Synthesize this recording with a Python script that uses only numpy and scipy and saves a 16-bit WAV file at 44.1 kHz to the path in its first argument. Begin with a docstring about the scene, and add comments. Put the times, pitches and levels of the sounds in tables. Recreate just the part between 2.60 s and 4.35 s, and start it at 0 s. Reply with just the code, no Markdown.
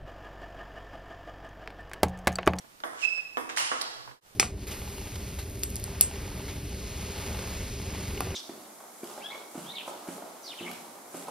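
"""A table tennis ball in a rally, heard from beside the net in a small, bright sports room.
It tocks on the ringing table top, cracks off a racket in a smash and clacks against something hard.
A rubber sole sticks and slips in a squeak; shoes scuff and thud faintly over the hiss of the room.
The two microphones are largely in opposite phase. Near the end the sound fades out
and the empty room fades back in."""
import sys
import numpy as np
from scipy import signal
from scipy.fft import rfft, irfft
from scipy.io import wavfile
from scipy.ndimage import uniform_filter1d

SR = 44100
rng = np.random.default_rng(int(sys.argv[2]) if len(sys.argv) > 2 else 0)


def dump(signal):
    """Clip the signal to [-1, 1] and save it as 16-bit WAV at the path in sys.argv[1]."""
    limited = np.clip(np.atleast_2d(signal).T, -1, 1)
    pcm = np.round(limited * 32767).astype(np.int16)
    wavfile.write(sys.argv[1], SR, pcm)


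N = 77175

# Hits on the table: (time [s], level [dB], tilt [dB/octave], deep ring [dB], ball shell [dB],
# room send [dB], contact tick [dB])
BOUNCES = [(0.2367, 5.5, 0.5, -5, -10.5, 0.5, -30), (0.7713, 8.5, 0.5, 10, -13, -3, -36),
           (1.1164, 10, 1, -2, -29, -1.5, -43)]
# Ringing notes of the table top: (frequency [Hz], relative level [dB], t60 [s])
TABLE_MODES = [(250.6, -21.5, 0.54), (323, -26.5, 0.63), (490.6, -18.5, 0.47), (583, -20.5, 0.19),
               (735, -4, 0.086), (1125, -3, 0.13), (1277, -1.5, 0.032), (1485, -5, 0.055),
               (1640, -10.5, 0.08), (1917, -18.5, 0.037)]
# Woody body of its many weaker modes: (frequency [Hz], gain [dB])
PANEL_EQ = [(60, -45), (170, -21), (270, 4), (600, 4), (1000, 7), (1800, -0.5), (2250, -5), (2700, -18.5),
            (3400, -10.5), (4200, -25.5), (5200, -20), (7000, -23.5), (15000, -49)]
# Ping of the hollow ball: (frequency [Hz], relative level [dB], t60 [s])
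SHELL_MODES = [(3400, -7, 0.0034), (4880, -2, 0.0078), (6860, -20, 0.0046), (8650, -3.5, 0.0081),
               (8520, -2, 0.0096), (9910, 3.5, 0.0086), (11660, -3.5, 0.0048), (11900, 1, .004),
               (13270, 1, .003)]
CONTACT_DB, TABLE_RING_DB, SHELL_DRY_DB = -6.5, -3, -30
DEEP_BELOW_HZ, MODES_ABOVE_HZ = 400, 170
TICK_HZ, TICK_WIDTH_S = 3360, 0.000506


def bounce(db, tilt_db, deep_db, shell_db, room_db, tick_db):
    """The struck table top gives a woody tock; the ball's shell pings into the room."""
    contact = ring(t60=0.17, rise=0.00084) + amp(CONTACT_DB) * click()
    tock = colour(contact, PANEL_EQ, tilt_db)
    strength = np.sqrt(np.sum(tock[0] ** 2))
    struck = [(hz, level + deep_db * (hz < DEEP_BELOW_HZ), t60) for hz, level, t60 in TABLE_MODES]
    ringing = signal.lfilter(*signal.butter(2, MODES_ABOVE_HZ, "high", fs=SR), modes(struck))
    top = tock + amp(TABLE_RING_DB) * strength * ringing
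    shell = amp(shell_db) * strength * modes(SHELL_MODES)
    out = top + amp(SHELL_DRY_DB) * shell + room(amp(room_db) * top + shell)
    out[0] += wavelet(2 * TICK_WIDTH_S, tick_db, TICK_HZ, TICK_WIDTH_S)
    return amp(db) * out


# Tone of the racket's crack: (frequency [Hz], gain [dB])
SMASH_EQ = [(40, -57), (170, -22.5), (330, -14), (650, -3.5), (1030, 5), (1450, 0.5), (1950, 2), (2500, 0),
            (3150, 3), (4300, -0.5), (5400, 0.5), (6400, -4), (7100, -1.5), (7800, -10), (8400, -0.5),
            (8900, 3), (9600, -12), (12000, -15.5), (13600, -13), (15500, -52)]
# Ping of racket and ball: (frequency [Hz], relative level [dB], t60 [s])
PING_MODES = [(2848, -5.5, 0.013), (3130, 2, 0.014), (3327, -4.5, 0.022)]
SMASH_AT_S, WALL_DELAY_S = 0.9637, 0.009
SMASH_DB, PING_DB, SNAP_DB, EARLY_DB, WALL_DB = 14.5, -13, -22, -12, -13


def smash():
    """The racket's crack is weak on the direct path, returns hard from the walls and fills the room."""
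    crack = colour(click(), SMASH_EQ) + amp(PING_DB) * modes(PING_MODES)
    snap = amp(SNAP_DB) * colour(ring(t60=0.035), SMASH_EQ, tilt_db=5)
    out = amp(EARLY_DB) * colour(ring(t60=0.29), SMASH_EQ)
    walls = amp(WALL_DB) * colour(ring(t60=0.16), SMASH_EQ, tilt_db=-1.5)
    add(out, WALL_DELAY_S, snap + walls + room(crack))
    return amp(SMASH_DB) * out


# Slapback of the smash: (time [s], level [dB], pitch [Hz], width [s])
SLAPS = [(0.97365, -11, 1830, 0.00035), (0.9847, -17, 2840, 0.0004)]


def slapback():
    """The first hard reflections of the smash arrive as tiny, sharp pulses."""
    return sum(wavelet(*row) for row in SLAPS)


# Ball against hard things: (time [s], level [dB], tilt [dB/octave], room send [dB])
CLACKS = [(0.2032, -16.5, -3.5, -15.5), (1.2115, -14, 0, 9.5), (1.2141, -0.5, -0.5, 2),
          (1.2186, -21.5, 11.5, -22)]
# Brittle tone of a clack: (frequency [Hz], gain [dB])
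CLACK_EQ = [(40, -37), (150, -33), (400, -7.5), (1200, -3), (2600, -6), (4000, 5.5), (5200, 2), (6500, -10),
            (7800, -8.5), (9000, -9), (10300, -6), (13000, -20.5), (15500, -38)]
CLACK_RING_DB, ECHO_DB_PER_OCTAVE = 2, -2


def clack(db, tilt_db, room_db):
    """A short, hard contact of the ball; its echo is duller than the direct snap."""
    contact = click() + amp(CLACK_RING_DB) * ring(t60=0.018)
    echo = room(colour(contact, CLACK_EQ, tilt_db + ECHO_DB_PER_OCTAVE))
    return amp(db) * (colour(contact, CLACK_EQ, tilt_db) + amp(room_db) * echo)


# Faint, dull taps: (time [s], level [dB])
TAPS = [(0.2025, -17.5), (1.4745, -8.5), (1.489, -13), (1.5105, -8.5)]


def tap(db):
    """A light touch on wood that hardly rings."""
    touch = amp(db) * colour(ring(t60=0.045, rise=0.0011), PANEL_EQ, tilt_db=0.5)
    return touch + room(touch)


# Pitch and level curve of the squeak: (time [s], pitch [Hz], relative level [dB])
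SQUEAK_CURVE = [(0.41, 2922, -61), (0.422, 2838, -32), (0.431, 2587, -25.5), (0.441, 2569, -15.5),
                (0.446, 2615, -35), (0.451, 2608, -12.5), (0.459, 2625, -18), (0.473, 2622, -34),
                (0.479, 2590, -22), (0.497, 2595, -31.5), (0.531, 2611, -21.5), (0.544, 2628, -35),
                (0.548, 2628, -24), (0.572, 2606, -33), (0.59, 2584, -22.5), (0.609, 2572, -33),
                (0.624, 2560, -58)]
# Its edge, the overtones that swell as the fundamental eases: (time [s], level [dB])
SQUEAK_EDGE = [(.415, -51), (.434, -36.5), (.468, -46), (.485, -36.5), (.53, -45.5), (.563, -37.5),
               (.59, -43.5), (.62, -54)]
# Mix of harmonics 2, 3 and 4: (level relative to the edge [dB])
SQUEAK_OVERTONES = [0, -17, -24]
SQUEAK_DB, SQUEAK_ROOM_DB, SQUEAK_LEFT_DB = 1, -7.5, -19.5
JITTER_DEPTH, JITTER_S = 0.0081, 0.002


def squeak():
    """A rubber sole sticks and slips on the floor at a nearly steady pitch."""
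    t = np.arange(N) / SR
    times, hz, db = np.transpose(SQUEAK_CURVE)
    jitter = unit(uniform_filter1d(rng.standard_normal(N), int(JITTER_S * SR)))
    pitch = np.interp(t, times, hz) * (1 + JITTER_DEPTH * jitter)
    phase = 2 * np.pi * np.cumsum(pitch) / SR
    tone = amp(SQUEAK_DB + np.interp(t, times, db)) * np.sin(phase)
    edge_db = np.interp(t, *np.transpose(SQUEAK_EDGE))
    for harmonic, level in enumerate(SQUEAK_OVERTONES, start=2):
        tone += amp(edge_db + level) * np.sin(harmonic * phase)
    return (tone * (t > times[0]) * (t < times[-1]))[None]


# Shoe slides: (peak time [s], level [dB], attack [s], decay [s], tilt [dB/octave])
SCUFFS = [(0.046, -49.5, 0.0036, 0.006, -10.5), (0.449, -36.5, 0.039, 0.0071, 2.5),
          (0.58, -42.5, 0.0053, 0.0051, -2.5), (0.893, -36.5, 0.0013, 0.03, -1)]
# Tone of the friction: (frequency [Hz], gain [dB])
SCUFF_EQ = [(40, -46.5), (200, -18.5), (550, -1), (1200, 4), (2500, 3.5), (4000, -4), (7500, -6),
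            (10000, -17), (15000, -36)]
GRAIN_SPREAD_DB, SCUFF_DRY_DB = 7.5, 3.5


def scuff(peak_s, db, rise, fall, tilt_db):
    """Grainy friction of a sliding sole swells, dies and echoes in the room."""
    t = np.arange(N) / SR - peak_s
    grains = rng.standard_normal((2, N)) * amp(-GRAIN_SPREAD_DB * rng.standard_normal(N))
    envelope = np.exp(-np.maximum(-t / rise, t / fall))
    slide = amp(db) * unit(colour(grains, SCUFF_EQ, tilt_db)) * envelope
    return amp(SCUFF_DRY_DB) * slide + room(slide)


# Soft footfalls: (time [s], level [dB], pitch [Hz], width [s])
STEPS = [(0.586, -54, 110, 0.012), (0.775, -46, 110, 0.005), (1.038, -48, 118, 0.015),
         (1.402, -50, 129, 0.024), (1.5, -47, 128, 0.029)]
STEPS_LEFT_DB = -5.5


def footsteps():
    """Feet push the sprung floor into brief, low thuds."""
    return sum(wavelet(*row) for row in STEPS)


# Reverb time of the room: (frequency [Hz], t60 [s])
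ROOM_DECAY = [(100, 0.2), (300, 0.99), (1000, 1), (2000, 1), (4000, 1), (8000, 0.9), (14000, 0.15)]
ROOM_RISE_S = 0.006


def room(x):
    """Diffuse echo that builds up quickly and dies fastest in the deep bass and high treble."""
    hz, t, noise = signal.stft(rng.standard_normal((2, N)), SR, nperseg=256)
    rate = np.log(1000) / read(ROOM_DECAY, hz)[:, None]
    decaying = noise * np.exp(-rate * t) * np.sqrt(2 * rate / SR)  # equal energy in each band
    tail = signal.istft(decaying, SR, nperseg=256)[1][:, :N]
    tail *= 1 - np.exp(-np.arange(N) / SR / ROOM_RISE_S)
    return signal.fftconvolve(x[:1], tail, axes=1)[:, :N]


# Room tone: (frequency [Hz], relative level [dB])
AIR_EQ = [(25, 9), (60, 3), (100, 8), (170, 6.5), (500, 9), (1100, 8), (1800, 3), (2600, 2), (6000, -1.5),
          (10000, -5), (15000, -8)]
AIR_DB, TAIL_DB, TAIL_FALL_DB_PER_S = -55, -56.5, 82


def air():
    """Steady hiss of the room, with the dying echo of an earlier stroke."""
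    hiss = amp(AIR_DB) * unit(colour(rng.standard_normal((2, N)), AIR_EQ))
    tail = unit(colour(rng.standard_normal((2, N)), SMASH_EQ, tilt_db=-4))
    return hiss + tail * amp(TAIL_DB - TAIL_FALL_DB_PER_S * np.arange(N) / SR)


# Stereo image of the rally: (frequency [Hz], left-right correlation [-1 to 1])
RALLY_IMAGE = [(50, 1), (95, -0.8), (150, -0.54), (400, -0.1), (1000, -0.58), (2700, -0.44), (6000, -0.49),
               (8500, -0.72), (10500, -0.82), (15000, -0.8)]
# Stereo image of the room tone: (frequency [Hz], left-right correlation [-1 to 1])
AIR_IMAGE = [(40, 1), (130, 0.62), (300, 0.32), (700, -0.19), (1400, -0.66), (3000, -0.053), (7000, -0.094),
             (15000, 0.5)]
# Lean to the right: (frequency [Hz], left minus right [dB])
BALANCE = [(60, -6), (140, -1), (220, -6), (330, -12), (500, -9.5), (800, -5), (1700, -1), (2700, -5),
           (6000, -2), (9500, -.5), (15000, 0.5)]


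def microphones(x, image):
    """The left microphone shares part of the right one's sound, mostly inverted, plus a diffuse part."""
    hz = np.fft.rfftfreq(2 * N, 1 / SR)
    right, diffuse = rfft(x, 2 * N)
    shared = np.clip(read(image, hz), -1, 1)
    left = amp(read(BALANCE, hz)) * (shared * right + np.sqrt(1 - shared ** 2) * diffuse)
    return irfft(np.array([left, right]))[:, :N]


def click():
    """A direct impulse. Row 0 reaches both microphones; row 1 is for diffuse sound on the left alone."""
    x = np.zeros((2, N))
    x[0, 0] = 1
    return x


def ring(t60, rise=1e-5):
    """A dense crowd of modes falling together by 60 dB in t60 seconds, energy 1."""
    t = np.arange(N) / SR
    decaying = rng.standard_normal((2, N)) * 1e-3 ** (t / t60)
    return unit(decaying * (1 - np.exp(-t / rise))) / np.sqrt(N)


def modes(table):
    """Single modes as decaying sines of random phase, energy 1."""
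    t = np.arange(N) / SR
    x = sum(amp(db) * 1e-3 ** (t / t60) * np.sin(2 * np.pi * (hz * t + rng.random((2, 1))))
            for hz, db, t60 in table)
    return unit(x) / np.sqrt(N)


def wavelet(centre_s, db, hz, width_s):
    """A few cycles under a bell-shaped envelope."""
    t = np.arange(N) / SR - centre_s
    return amp(db) * np.exp(-(t / width_s) ** 2 / 2) * np.sin(2 * np.pi * hz * t)


def colour(x, eq, tilt_db=0):
    """Minimum-phase EQ, tilted in dB per octave about 2 kHz."""
    hz = abs(np.fft.fftfreq(4096, 1 / SR))
    octaves = np.log2(np.maximum(hz, 200) / 2000)
    log_gain = np.log(amp(read(eq, hz) + tilt_db * octaves))
    impulse = np.fft.ifft(np.exp(np.conj(signal.hilbert(log_gain)))).real[:2048]
    return signal.fftconvolve(x, impulse[None], axes=1)[:, :N]


def amp(db):
    """Decibels to gain."""
    return 10 ** (np.asarray(db) / 20)


def unit(x):
    """Scales to rms 1."""
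    return x / np.sqrt(np.mean(x ** 2) + 1e-20)


def read(points, hz):
    """Reads a table on a log-frequency axis."""
    f, value = np.transpose(points)
    return np.interp(np.log(hz + 1), np.log(f), value)


def add(mix, s, sound):
    """Mixes a sound in at time s."""
    part = mix[:, max(round(s * SR), 0):]
    part += sound[:, :part.shape[1]]


DIP_S, FADE_OUT_S, FADE_IN_S, LOWPASS_HZ = 1.607, 0.115, 0.06, 15300


def scene():
    """The rally, which ends at the dip, over the room tone."""
    rally = sum(scuff(*row) for row in SCUFFS)
    for s, *row in BOUNCES:
        add(rally, s, bounce(*row))
    for s, *row in CLACKS:
        add(rally, s, clack(*row))
    for s, db in TAPS:
        add(rally, s, tap(db))
    add(rally, SMASH_AT_S, smash())
    sole = squeak()
    rally += amp(SQUEAK_ROOM_DB) * room(sole)
    rally *= np.arange(N) / SR < DIP_S
    direct = sole * np.array([[-amp(SQUEAK_LEFT_DB)], [1]])  # weaker and inverted on the left
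    direct += footsteps() * np.array([[-amp(STEPS_LEFT_DB)], [1]])
    direct[1] += slapback()  # right only
    return microphones(rally, RALLY_IMAGE) + microphones(air(), AIR_IMAGE) + direct


def record(dry):
    """The level fades to silence and back; a steep low-pass trims the top."""
    t = np.arange(N) / SR - DIP_S
    fade = np.minimum(np.maximum(-t / FADE_OUT_S, t / FADE_IN_S), 1)
    lowpass = signal.firwin(511, LOWPASS_HZ, window=("kaiser", 9), fs=SR)
    return signal.oaconvolve(dry * fade, lowpass[None], "same")


dry = scene()
out = record(dry)
dump(out)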